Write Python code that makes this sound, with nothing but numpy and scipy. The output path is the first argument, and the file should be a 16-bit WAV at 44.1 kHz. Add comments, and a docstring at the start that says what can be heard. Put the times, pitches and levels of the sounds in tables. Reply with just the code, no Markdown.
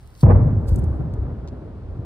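"""Still air, rustling clothing, ticks of grit and air turbulence at the microphones as someone turns round:
coloured noise in short envelopes. Then a heavy explosion far off in open country: band-limited pressure
pulses for a dull shock front and its first reflections, the snap of the recorder overloading, a short
decaying noise roar with brighter crackles, and low thunder of gliding noise that rolls away in lumps, with
a few separate echoes. The recorder's limiter ducks under the boom; close sounds go on after it."""
import sys
import numpy as np
from scipy import signal
from scipy.fft import rfft, irfft, next_fast_len
from scipy.io import wavfile
from scipy.ndimage import uniform_filter1d, minimum_filter1d

SR = 44100
rng = np.random.default_rng(int(sys.argv[2]) if len(sys.argv) > 2 else 0)


def wav_record(signal):
    """Record a signal, one row per channel, as 16-bit PCM in the file named by sys.argv[1]."""
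    frames = np.transpose(np.atleast_2d(signal))
    bounded = np.clip(frames, -1, 1)
    # unit amplitude maps onto the largest positive 16-bit level
    quanta = np.round(bounded * 32767).astype(np.int16)
    wavfile.write(sys.argv[1], SR, quanta)


N = 90404
TIME = np.arange(N) / SR
BLAST_S, ATTACK_S = 0.2295, 0.012  # arrival of the explosion and its onset time, in seconds


def from_db(db):
    """Amplitude ratio: 20 dB is a factor of ten."""
    return 10 ** (np.asarray(db) / 20)


def rms_one(x):
    """Normalisation: scale to unit root-mean-square amplitude."""
    return x / np.sqrt(np.mean(x ** 2) + 1e-20)


def in_time(rows):
    """Linear interpolation of (time, value) rows over the scene."""
    return np.interp(TIME, *np.transpose(rows))


def at_hz(points, hz):
    """Logarithmic frequency axis: interpolate (frequency, value) rows along it."""
    table_hz, values = np.array(points).T
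    return np.interp(np.log(hz), np.log(table_hz), values)


def band_pass(x, low_hz, high_hz):
    """Resonant selection: a causal Butterworth band-pass."""
    edges = [low_hz, min(high_hz, SR / 2 - SR / 20)]
    sos = signal.butter(2, edges, "band", fs=SR, output="sos")
    return signal.sosfilt(sos, x + 1e-18)


def drift(rate_hz):
    """Low-passed noise: a random wander of unit rms with a double pole at rate_hz."""
    step = 40  # samples between computed points
    pole = np.exp(-2 * np.pi * rate_hz * step / SR)
    noise = rng.standard_normal(N // step + 2002)
    slow = signal.lfilter([1], [1, -2 * pole, pole * pole], noise)[2000:]  # drop the settling time
    return np.interp(np.arange(N) / step, np.arange(len(slow)), rms_one(slow))


def swells(peak_s, rise_s, fall_s):
    """Exponential growth to a peak of 1, then exponential decay."""
    return np.exp(np.minimum((TIME - peak_s) / rise_s, (peak_s - TIME) / fall_s))


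def evened(x, window_s):
    """Level normalisation: divide noise by its own smoothed rms."""
    span = max(int(window_s * SR), 2)
    power = uniform_filter1d(np.mean(x ** 2, axis=0), span)
    return x / np.sqrt(uniform_filter1d(power, span) + 1e-20)


# Phase between the two microphones: (frequency [Hz], lead of the left [rad])
LEFT_LEAD = [(120, 0.36), (330, -0.13), (560, -1.08), (1100, -1.11), (1600, -0.55), (2300, 1)]


def port_noise(spectrum, likeness, balance):
    """Interchannel coherence: mid and side noise mixed into a coloured stereo pair of unit rms."""
    size = next_fast_len(N)
    hz = np.maximum(np.fft.rfftfreq(size, 1 / SR), 1)
    mid, side = rfft(rng.standard_normal((2, size)))
    alike = np.clip(at_hz(likeness, hz), 0, 0.999)
    signs = np.array([[1], [-1]])  # left, right
    pair = np.sqrt(1 + alike) * mid + signs * np.sqrt(1 - alike) * side
    phase = np.exp(0.5j * signs * at_hz(LEFT_LEAD, hz))
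    gain = from_db(0.5 * signs * at_hz(balance, hz))
    # Beyond either end of the spectrum the level falls 12 dB per octave
    low_skirt = np.minimum(hz / spectrum[0][0], 1) ** 2
    high_skirt = np.minimum(spectrum[-1][0] / hz, 1) ** 2
    colour = low_skirt * high_skirt * from_db(at_hz(spectrum, hz))
    return rms_one(irfft(pair * phase * gain * colour, size)[:, :N])


# Spectrum of still air: (frequency [Hz], relative level [dB per Hz])
AIR_SPECTRUM = [(25, -9), (55, 3.5), (110, -1.5), (200, -15), (1000, -24), (2000, -34), (4500, -41.5),
                (7000, -52), (10500, -51.5), (13000, -79)]
# Coherence of far sound and still air: (frequency [Hz], likeness [0 to 1])
FAR_LIKENESS = [(130, 1), (500, 0.95), (1500, 1), (2600, 0.071)]
# Stereo balance of far sound and still air: (frequency [Hz], left minus right [dB])
FAR_BALANCE = [(100, -1.5), (380, 1.5), (1100, -0.9), (2300, -0.5)]


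def still_air(level_db=-45.5):
    """Stationary random noise: a steady coloured background."""
    return from_db(level_db) * port_noise(AIR_SPECTRUM, FAR_LIKENESS, FAR_BALANCE)


# Clothing strokes: (time of peak [s], rise [s], fall [s], relative level [dB])
RUSTLES = [(.06, 0.28, 0.3, -64), (0.213, 0.021, 0.016, -48.5), (0.684, 0.005, 0.014, -47),
           (0.756, 0.049, 0.052, -58), (0.949, 0.078, 0.11, -73.5)]
# Spectrum of rubbing fabric: (frequency [Hz], relative level [dB per Hz])
CLOTH_SPECTRUM = [(1500, -10), (3000, -7.5), (4500, 1), (6200, -5.5), (10500, -2.5), (12500, -9),
                  (15700, -4.5)]
# Neutral setting, as coherence or as balance: (frequency [Hz], likeness [0 to 1] or difference [dB])
UNLIKE = [(100, 0)]


def clothing(grain_db=4.5):
    """Sliding friction: grainy fabric noise under short stroke envelopes."""
    strokes = sum(from_db(db) * swells(s, rise, fall) for s, rise, fall, db in RUSTLES)
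    fabric = port_noise(CLOTH_SPECTRUM, UNLIKE, UNLIKE)[0]
    grains = from_db(grain_db * drift(rate_hz=600))
    return strokes * rms_one(fabric * grains)


# Level of the low turbulence: (time [s], level [dB])
BUFFET_LEVEL = [(.2, -55), (.26, -40), (.6, -46), (.77, -37), (1.04, -38), (1.15, -58), (2.05, -56)]
# Spectrum of the low turbulence: (frequency [Hz], relative level [dB per Hz])
BUFFET_SPECTRUM = [(20, -5.5), (70, 0), (150, -6), (700, -38)]
# Puffs of air at the fastest part of the turn: (time of peak [s], level [dB])
PUFFS = [(.765, -27), (.83, -27), (1.005, -31.5)]
# Spectrum of a puff: (frequency [Hz], relative level [dB per Hz])
PUFF_SPECTRUM = [(150, 0), (240, -2.5), (420, -11.5), (800, -32)]


def buffeting(gust_db=1.5, puff_s=0.022):
    """Turbulent pressure: lumpy low noise and brief puffs, incoherent between the microphones."""
    gusts = from_db(gust_db * drift(rate_hz=64))
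    turbulence = rms_one(port_noise(BUFFET_SPECTRUM, UNLIKE, UNLIKE) * gusts)
    low = from_db(in_time(BUFFET_LEVEL)) * turbulence
    puffs = sum(from_db(db) * swells(s, puff_s, puff_s) for s, db in PUFFS)
    return low + puffs * port_noise(PUFF_SPECTRUM, UNLIKE, UNLIKE)


# Ticks of grit, and at 0.2364 s the snap of the recorder overloading at the boom:
# (time [s], relative peak of the burst [dB], centre [Hz], burst decay [s])
TICKS = [(0.151, -45.5, 3900, 0.003), (.2364, -47, 4590, .0008), (0.7592, -30, 8630, 0.0012),
         (.764, -40, 7250, 0.0015), (0.787, -41, 8200, 0.00066), (0.792, -33, 9550, 0.0005),
         (0.8417, -41, 6700, 0.0007), (1.1385, -41.5, 5100, .0014), (1.476, -41, 4500, 0.0012),
         (1.483, -43.5, 4180, 0.0064)]


def ticks_and_snap(spread=1.5, ring_db=-14.5, ring_s=0.002):
    """Impulsive excitation: each tick or snap is a bright noise burst and a short decaying sine."""
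    out = np.zeros(N)
    for s, db, hz, decay_s in TICKS:
        age = np.maximum(TIME - s, 0)
        burst = rng.standard_normal(N) * (TIME >= s) * np.exp(-np.minimum(age / decay_s, 20))
        tick = band_pass(burst, hz / spread, hz * spread)
        ring = np.sin(2 * np.pi * hz * age) * np.exp(-np.minimum(age / ring_s, 20))
        out += from_db(db) * (tick / np.abs(tick).max() + from_db(ring_db) * ring)
    return out


# Arrival difference between the microphones: (time [s], lead of the left microphone [s])
NEAR_LEAD = [(.22, 0.00022), (.68, 0.00012), (1.48, 0.000065)]


def close_by(x):
    """Time difference of arrival: the left microphone leads the right."""
    fine = signal.resample_poly(x, 4, 1)  # fourfold rate for delays finer than a sample
    right = np.interp(TIME - in_time(NEAR_LEAD), np.arange(4 * N) / (4 * SR), fine)
    return np.array([x, right])


def near_sounds(scatter_db=-5):
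    """Partial coherence: cloth, ticks and snap as a shared part and an independent part per side."""
    direct, left, right = (clothing() + ticks_and_snap() for _ in range(3))
    both = close_by(direct) + from_db(scatter_db) * np.array([left, right])
    return both / np.hypot(1, from_db(scatter_db))


# Shock front and its echoes: (time [s], peak level before air loss [dB], centre [Hz])
FRONTS = [(0.2317, -1, 123.7), (0.2456, -2, 80.9), (.267, -4, 125), (0.2976, -3.5, 95.5), (.342, -9, 59.6),
          (.429, -7, 98.3), (.469, -9.5, 115.6), (0.529, -9, 102.4), (0.566, -11, 98.6), (0.681, -17.5, 70),
          (0.7199, -7, 67.7), (0.7834, -13.5, 105), (.836, -12.5, 71), (0.87, -15.5, 70),
          (0.997, -17.5, 101), (1.185, -15.5, 63.7), (1.218, -18, 77.5), (1.326, -26, 109),
          (1.99, -22, 104)]


def shock_fronts(spread=1.318, air_loss_hz=940):
    """Atmospheric absorption: pressure jumps become band-limited pulses, dulled by a low-pass."""
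    out = np.zeros(N)
    for s, db, hz in FRONTS:
        jump = 1.0 * (np.arange(N) == int(s * SR))
        pulse = band_pass(jump, hz / spread, hz * spread)
        out -= from_db(db) * pulse / np.abs(pulse).max()
    return signal.sosfilt(signal.butter(3, air_loss_hz, fs=SR, output="sos"), out)


# Spectrum of the near scatter: (frequency [Hz], relative level [dB per Hz])
ROAR_SPECTRUM = [(25, -27.5), (45, -6), (70, -5.5), (98, 2), (150, -6), (230, -13), (330, -22), (520, -15),
                 (760, -25), (1000, -29.5), (2200, -52), (3200, -81)]
# Reverberation of the near scatter: (frequency [Hz], time to fall 60 dB [s])
ROAR_T60 = [(60, 1.76), (110, 1.11), (250, 0.95), (600, 0.46), (2000, 0.74)]
# Coherence of roar and crackle: (frequency [Hz], likeness [0 to 1])
ROAR_LIKENESS = [(240, 1), (400, 0.8), (750, 0.86), (1100, 0.12), (3000, 0.21)]
# Stereo balance of roar and crackle: (frequency [Hz], left minus right [dB])
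ROAR_BALANCE = [(100, -1), (200, 2), (380, 1), (600, 0), (850, -7), (1150, -5.5), (1600, 0.5), (2300, 1)]


def roar(level_db=-7, hold_s=0.041, treble_swell_s=0.046, swell_from_hz=860):
    """Frequency-dependent reverberation: dense noise whose treble swells later and dies sooner."""
    noise = port_noise(ROAR_SPECTRUM, ROAR_LIKENESS, ROAR_BALANCE)
    noise = rfft(evened(noise, window_s=0.037))
    octave = np.log2(np.clip(np.fft.rfftfreq(N, 1 / SR), 60, 3840) / 60)
    age = np.maximum(TIME - BLAST_S, 0)
    out = 0
    for k in range(7):  # overlapping triangular octave bands
        hz = 60 * 2 ** k
        band = irfft(noise * np.maximum(1 - np.abs(octave - k), 0), N)
        treble = hz ** 2 / (hz ** 2 + swell_from_hz ** 2)
        attack = 1 - np.exp(-age / (ATTACK_S + treble * treble_swell_s))
        decay = from_db(-60 * np.maximum(age - hold_s, 0) / at_hz(ROAR_T60, hz))
        out = out + band * attack * decay
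    return from_db(level_db) * out


# Brighter reflections off trees and buildings: (time of peak [s], level [dB], decay [s])
CRACKLES = [(.235, -24, 0.034), (0.265, -19.5, 0.026), (.298, -30, .038), (.414, -34.5, 0.016)]
# Spectrum of the crackles: (frequency [Hz], relative level [dB per Hz])
CRACKLE_SPECTRUM = [(300, 0.5), (550, 6.5), (950, 3), (1500, -10), (2400, -21), (3100, -35), (4500, -48)]


def crackle(grain_db=5.0, rise_s=0.003):
    """Diffuse reflection: ragged noise bursts, brighter than the boom around them."""
    bursts = sum(from_db(db) * swells(s, rise_s, decay_s) for s, db, decay_s in CRACKLES)
    noise = port_noise(CRACKLE_SPECTRUM, ROAR_LIKENESS, ROAR_BALANCE)
    return bursts * rms_one(noise * from_db(grain_db * drift(rate_hz=22)))


# Thunder's bass before lumps: (time [s], level [dB])
ROLL_BASS = [(.23, -24), (.4, -21.5), (.61, -29.5), (.74, -22), (.91, -22), (1.0, -27.5), (1.12, -24.5),
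             (1.3, -30), (1.62, -36.5), (1.81, -36), (1.88, -29), (2.05, -34)]
# Thunder's middle before lumps: (time [s], level [dB])
ROLL_MIDDLE = [(.23, -30.5), (.6, -34), (.78, -33), (1.0, -34.5), (1.25, -36), (1.5, -40), (1.82, -42.5),
               (2.0, -40.5)]
# Glide of the bass: (time [s], pitch centre [Hz], of which only the ratios count)
ROLL_CENTRE = [(.45, 103.9), (.74, 76.28), (.88, 75.93), (1.06, 114.4), (1.18, 70), (1.3, 92.42),
               (1.73, 97.54), (1.85, 78.26)]
# Spectrum of the bass before the glide: (frequency [Hz], relative level [dB per Hz])
BASS_SPECTRUM = [(22, -28), (45, -7.5), (65, 3.5), (100, 0.5), (135, -4), (280, -33.5)]
# Spectrum of the middle: (frequency [Hz], relative level [dB per Hz])
MIDDLE_SPECTRUM = [(110, -9.5), (180, -0.5), (260, 0), (560, -9), (900, -17.5), (1400, -26), (2800, -51.5),
                   (4500, -72.5)]


def roll(lumps_db=1.0):
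    """Superposed distant echoes: lumpy thunder, its bass read at varying speed to sink and lift."""
    arrived = np.clip((TIME - BLAST_S) / ATTACK_S, 0, 1)
    lumps = from_db(lumps_db * drift(rate_hz=16.0))
    travel = np.cumsum(in_time(ROLL_CENTRE))
    read_s = travel / travel[-1] * TIME[-1]
    steady = port_noise(BASS_SPECTRUM, FAR_LIKENESS, FAR_BALANCE)
    gliding = np.array([np.interp(read_s, TIME, channel) for channel in steady])
    bass = evened(gliding, window_s=0.046) * from_db(in_time(ROLL_BASS))
    middle = port_noise(MIDDLE_SPECTRUM, FAR_LIKENESS, FAR_BALANCE) * from_db(in_time(ROLL_MIDDLE))
    return arrived * (bass + middle) * lumps


def scene(left_db=0.42):
    """Linear superposition: close sounds, still air and an explosion slightly stronger on the left."""
    explosion = shock_fronts() + roar() + crackle() + roll()
    explosion = explosion * from_db([[left_db], [-left_db]])
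    return still_air() + near_sounds() + buffeting() + explosion


def record(dry, limit_db=-0.8, attack_s=0.002, release_db_per_s=110, stop_hz=16800):
    """Look-ahead limiting: gain dips under the boom and recovers linearly in dB; the top is cut."""
    over = np.maximum(20 * np.log10(np.abs(dry).max(axis=0) + 1e-9) - limit_db, 0)
    release = release_db_per_s * TIME
    held = np.maximum.accumulate(over + release) - release
    span = max(int(attack_s * SR), 2)
    earlier = minimum_filter1d(-held, 2 * span)  # start the dip ahead of the peak
    gain_db = uniform_filter1d(uniform_filter1d(earlier, span), span)
    top_cut = signal.cheby2(12, 70, stop_hz, fs=SR, output="sos")
    return signal.sosfilt(top_cut, dry * from_db(gain_db))


dry = scene()
out = record(dry)
wav_record(out)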